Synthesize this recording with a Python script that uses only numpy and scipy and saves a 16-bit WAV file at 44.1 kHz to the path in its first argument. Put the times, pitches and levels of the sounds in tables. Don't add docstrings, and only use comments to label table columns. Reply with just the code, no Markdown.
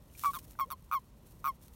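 import sys
import numpy as np
from scipy import signal
from scipy.fft import rfft, irfft, next_fast_len
from scipy.io import wavfile
from scipy.ndimage import map_coordinates

SR = 44100
rng = np.random.default_rng(int(sys.argv[2]) if len(sys.argv) > 2 else 0)


def generate_wav(signal):
    frames = np.transpose(np.atleast_2d(signal))
    scaled = np.clip(frames, -1, 1) * 32767
    pcm = np.round(scaled).astype(np.int16)
    wavfile.write(sys.argv[1], SR, pcm)


def ratio_of_db(decibels):
    return 10 ** (np.asarray(decibels, float) / 20)


N = 77175

# (frequency [Hz], level [dB per Hz])
TRAFFIC = [(12, -29), (20, -33.5), (38, 9), (188, 0.5), (409, -11), (619, -12.5), (690, -18.5), (1100, -25),
           (1500, -41.5), (1950, -24), (3300, -120)]
# (frequency [Hz], level [dB per Hz])
ENGINE = [(20, -120), (42, -32), (59, -7), (80, -14), (130, -120)]
# (frequency [Hz], level [dB per Hz])
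MIC_HISS = [(590, -16), (1000, -5), (1760, -18.5), (2480, -17), (2760, -17), (15700, -27)]
# (start [s], end [s], first pitch [Hz], last pitch [Hz], level [dB])
FAR_NOTE = (.645, .71, 440, 690, -59)

# (time [s], level [dB])
RUSTLE = [(0, -74.5), (.125, -66), (.135, -61), (.19, -50), (.27, -49), (.32, -55.5), (.43, -61),
          (0.452, -63), (.47, -66), (.51, -58.5), (.56, -71.5), (1.22, -75.5), (1.3, -63), (1.36, -69),
          (1.52, -69), (1.6, -72.5), (1.72, -67), (1.745, -59)]
# (frequency [Hz], level [dB per Hz])
BLADE_COLOUR = [(710, -39), (1200, -10), (1600, -10.5), (1730, -9.5), (5020, -6), (12400, 0), (15700, -4)]
# (time [s], peak level [dB], length [s])
BLADE_TICKS = [(.659, -64, .003), (.822, -65.5, 0.0066), (1.681, -53, 0.003), (0.52, -69, .002),
               (.533, -53, 0.0012), (1.622, -60, 0.021), (1.647, -62.5, .022), (0.94, -67, .003),
               (0.99, -66, 0.012), (0.39, -59, 0.01), (.442, -58, .014), (.258, -41, 0.0035),
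               (1.4, -70, 0.0073), (0.35, -73, .005)]
# (time [s], peak level [dB], length [s])
LAST_BLADE_TICK = (.3868, -45, .006)
# (time [s], peak level [dB], pitch [Hz], time to fall 60 dB [s])
STEM_KNOCKS = [
    (.151, -50, 2400, .03),
    (.1, -62, 2900, .02),
    (.553, -53, 1500, .016),
    (.553, -56, 900, .014),
]

# (start [s], end [s], time between puffs [s], extra wait after the first puff [s])
CALLS = [
    (.2358, .318, .0061, .0022),
    (.3333, .386, .0057, .0001),
    (.5888, .653, .0066, .0001),
    (.7025, .750, .0063, .0003),
    (.9129, .993, .0064, .0026),
    (1.4419, 1.517, .0064, .0011),
]
# (first puff [Hz], start of held part [Hz], end [Hz])
PITCHES = [(1125, 1160, 1102), (1275, 1090, 1035), (1112, 1104, 1058), (1190, 1072, 1030),
           (1172, 1150, 1008), (1170, 1118, 1038)]
# (level [dB], overtones [dB], rasp [dB], level of the held part [dB])
VOICES = [(-22.5, -5, -1.5, 0.5), (-34.5, -1.6, 1.5, 0), (-25, 1.5, -6.5, -0.5), (-33, -2.5, .1, -3),
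          (-23, -1.5, 0, -2.5), (-24, 1.5, 2.2, -3)]
PUFF_COUNTS = (3, 6, 3, 4, 5, 6)
CALLERS = (0, 1, 0, 1, 0, 0)
# (frequency [Hz], width [Hz], level under the main tone [dB])
RESONANCES = [
    [(2130, 990, -21), (3054, 172, -22), (4170, 330, -31), (5540, 790, -30), (6390, 170, -37),
     (8450, 940, -35.5), (9800, 510, -31), (11300, 550, -53), (12100, 360, -32.5), (12900, 400, -35),
     (14500, 790, -24.5), (15000, 440, -26)],
    [(2370, 500, -21.5), (3650, 690, -16.5), (4670, 320, -21), (5860, 610, -25), (7370, 460, -25),
     (9930, 600, -18), (11200, 760, -17.5), (12000, 500, -22), (13600, 490, -22), (14900, 430, -15.5),
     (15000, 330, -12)],
]
# (frequency [Hz], level [dB per Hz])
GRIT = [(900, -60), (1350, -4), (1650, 0), (3000, -4), (4500, -9), (6500, -20), (8000, -60)]

# (frequency [Hz], width [Hz], level [dB])
MIC_DIPS = [(4864, 170, -5), (7630, 840, -2), (10320, 460, -5)]


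def unit(x):
    return x / np.sqrt(np.mean(x ** 2) + 1e-20)


def add(out, s, x):
    i = int(s * SR)
    out[i:i + len(x)] += x[:len(out) - i]


def noise():
    return rng.standard_normal(N)


def coloured(x, points):
    size = next_fast_len(len(x) + 8192)
    f, db = np.transpose(points)
    bins_hz = np.fft.rfftfreq(size, 1 / SR)
    gain = ratio_of_db(np.interp(np.log(bins_hz + 1), np.log(f + 1), db))
    return unit(irfft(rfft(x, size) * gain, size)[:len(x)])


def wobble(rate):
    points = rng.standard_normal(int(N * rate / SR) + 4)
    return map_coordinates(points, [np.arange(N) * rate / SR])


def ramp(u):
    return np.sin(np.pi / 2 * np.clip(u, 0, 1)) ** 2


def air():
    traffic = ratio_of_db(-57.5 + 0.8 * wobble(3)) * coloured(noise(), TRAFFIC)
    engine = ratio_of_db(-63) * coloured(noise(), ENGINE)
    hiss = ratio_of_db(-71.5) * coloured(noise(), MIC_HISS)
    out = traffic + engine + hiss
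    start, end, hz0, hz1, db = FAR_NOTE
    u = np.linspace(0, 1, int((end - start) * SR))
    phase = 2 * np.pi * np.cumsum(hz0 + (hz1 - hz0) * u ** 2) / SR
    add(out, start, ratio_of_db(db) * np.sin(np.pi * u) * np.sin(phase))
    return out


def grass():
    grains_db, grain_spread_db = -5, 3
    s, db = np.transpose(RUSTLE)
    crackle = noise() * (rng.random(N) < 0.03) * ratio_of_db(grain_spread_db * rng.exponential(size=N))
    blades = coloured(noise() + ratio_of_db(grains_db) * unit(crackle), BLADE_COLOUR)
    motion_db = np.interp(np.arange(N) / SR, s, db) + 2.0 * wobble(60) + 1.6 * wobble(200)
    out = ratio_of_db(motion_db) * blades

    snap = coloured(noise(), [(hz, db * 0.77) for hz, db in BLADE_COLOUR])
    for s, db, length in BLADE_TICKS + [LAST_BLADE_TICK]:
        t = np.arange(int(3 * length * SR)) / SR
        shape = ramp(t / 0.00062) * (1 - ramp(t / length - 0.5))
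        add(out, s, ratio_of_db(db) * shape * snap[int(s * SR):][:len(t)])

    t = np.arange(SR // 20) / SR
    for s, db, hz, t60 in STEM_KNOCKS:
        add(out, s, ratio_of_db(db - 60 * t / t60) * ramp(t / 0.00039) * np.sin(2 * np.pi * hz * t))
    return out


def throat(who, hz):
    return np.sqrt(sum(ratio_of_db(db - 6.7 * ((hz - c) / w) ** 2) ** 2 for c, w, db in RESONANCES[who]))


def cord_rasp(who):
    f = np.fft.rfftfreq(N, 1 / SR)
    gain = throat(who, f) / (1 + (7740 / (f + 1)) ** 3)
    return irfft(rfft(noise()) * gain, N) * np.sqrt(SR / 2 / 1100)


def toads():
    first_open_s, last_open = (0.0026, 0.0024), (0.745, 0.752)
    attack_s, shut_s, release_s, release_db = 0.0012, 0.00058, 0.02, -19.5
    ring_t60_s, buzz_delay_s, buzz_edge_s = (0.0068, 0.0043), 0.00021, 0.0013
    sag_db_per_s, sag_curve_db = (-120, -180), (-6, -2)
    onset_bend, bend_s = 0.094, 0.0015
    glide_power, sag_power = (3, 1.2), 0.755
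    puff_bright_db, bright_s = (0.5, 7), 0.0064
    low_fade_db, high_fade_db = (-3, -6), (-20, -28)
    rasp_toad_db, grit_db, first_db = (1.5, -2.5), (-29, -21), (-3, -3)
    shimmer_db, jitter = 3.5, 0.3
    ripple, ripple_s = 0.14, 0.0061
    slip, join_s = -0.6, 0.0005

    out = np.zeros(N)
    k = np.arange(2, 16)[:, None]
    high = np.minimum(k - 1, 8) / 8
    rasps = [cord_rasp(who) for who in (0, 1)]
    grit = coloured(noise(), GRIT)
    shimmer = unit(np.array([wobble(120) for _ in range(2 * len(k))])).reshape(2, len(k), N)

    for (start, end, period, wait), (hz0, hz1, hz2), (db, over_db, rasp_db, held_db), n, who in zip(
            CALLS, PITCHES, VOICES, PUFF_COUNTS, CALLERS):
        held = start + wait + n * period
        skew = 1.3 * rng.standard_normal(k.shape)
        for j in range(n + 1):
            is_held = j == n
            s = start + j * period + wait * (j > 0)
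            length = end - s + 0.0014 if is_held else 2 * period
            t = np.arange(int(length * SR)) / SR - (s * SR % 1) / SR
            now = slice(int(s * SR), int(s * SR) + len(t))
            early = np.clip((s + t - start) / (held - start), 0, 1)
            late = np.clip((s + t - held) / (end - held), 0, 2)

            hz = hz0 + (hz1 - hz0) * early ** glide_power[who] + (hz2 - hz1) * late ** sag_power
            bent_hz = hz * (1 + onset_bend * np.exp(-t / bend_s))
            first_phase = phase[round(period * SR)] + slip if is_held else 0
            phase = first_phase + 2 * np.pi * np.cumsum(bent_hz) / SR

            if is_held:
                open_s = end
                closing = np.clip(1 - (end - s - t) / release_s, 0, 2)
                level_db = (held_db + sag_db_per_s[who] * t + sag_curve_db[who] * late ** 2
                            + release_db * closing ** 2)
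                puffing = ripple * np.exp(-t / ripple_s) * np.cos(2 * np.pi * t / period)
                level = ratio_of_db(level_db) * (1 - puffing)
            else:
                open_range = [first_open_s[who], last_open[who] * period]
                open_s = np.interp((j / (n - 1)) ** 1.55, [0, 1], open_range) + join_s * (j == n - 1)
                level = ratio_of_db(first_db[who] * (1 - 2.0 * j / (n - 1)) ** 2)

            after = np.maximum(t - open_s, 0)
            ring = ratio_of_db(-60 * after ** 2 / (after + shut_s) / ring_t60_s[who])
            sac = ramp(t / attack_s / 2) * ring * np.sin(phase)

            push_db = puff_bright_db[who] * np.sin(np.pi * (0.23 + 0.74 * j / n))
            push_db = push_db * np.exp(-late * (end - held) / bright_s)
            fade_db = (low_fade_db[who] + high_fade_db[who] * high) * late ** 2
            unsteady_db = shimmer_db * (0.35 + high) * shimmer[0][:, now]
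            bright_db = over_db * high + high * push_db + fade_db + unsteady_db
            cord_phase = k * (phase - np.pi / 2) + jitter * k * shimmer[1][:, now] / 2 + skew
            cords = ratio_of_db(bright_db) * throat(who, k * hz) * np.cos(cord_phase)

            crest = (1 + np.sin(phase)) ** 2 / 2
            rasp_fade = np.exp(-t / bright_s) if is_held else 1
            rasp = ratio_of_db(rasp_db + rasp_toad_db[who] + push_db) * rasp_fade * crest * rasps[who][now]

            shutting = ramp((t - open_s) / buzz_edge_s + high - 0.5)
            flow = ramp((t - buzz_delay_s) / buzz_edge_s) * (1 - shutting)
            voice = sac + (flow * cords).sum(0) + flow[-1] * rasp
            if not is_held:
                voice = voice + ratio_of_db(grit_db[who]) * flow[0] * grit[now]
            add(out, s, ratio_of_db(db) * level * voice)
    return out


def ground_scatter(calls):
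    echo_db, echo_t60_s = -33.5, 0.14
    t = np.arange(SR // 4) / SR
    tail = rng.standard_normal(len(t)) * ratio_of_db(-60 * t / echo_t60_s)
    return ratio_of_db(echo_db) * signal.fftconvolve(calls, tail / np.linalg.norm(tail))[:N]


def scene():
    calls = toads()
    return (air() + grass() + calls + ground_scatter(calls))[None]


def low_pass(x):
    return signal.sosfilt(signal.butter(12, 16970, fs=SR, output="sos"), x)


def record(dry):
    edge_hz, edge_db_per_khz = 15840, -39
    f = np.fft.rfftfreq(N, 1 / SR)
    dips_db = sum(db * np.exp(-((f - c) / w) ** 2) for c, w, db in MIC_DIPS)
    edge_db = edge_db_per_khz * np.maximum(f - edge_hz, 0) / 1000
    mix = irfft(rfft(dry) * ratio_of_db(dips_db + edge_db), N)
    return low_pass(mix)


dry = scene()
out = record(dry)
generate_wav(out)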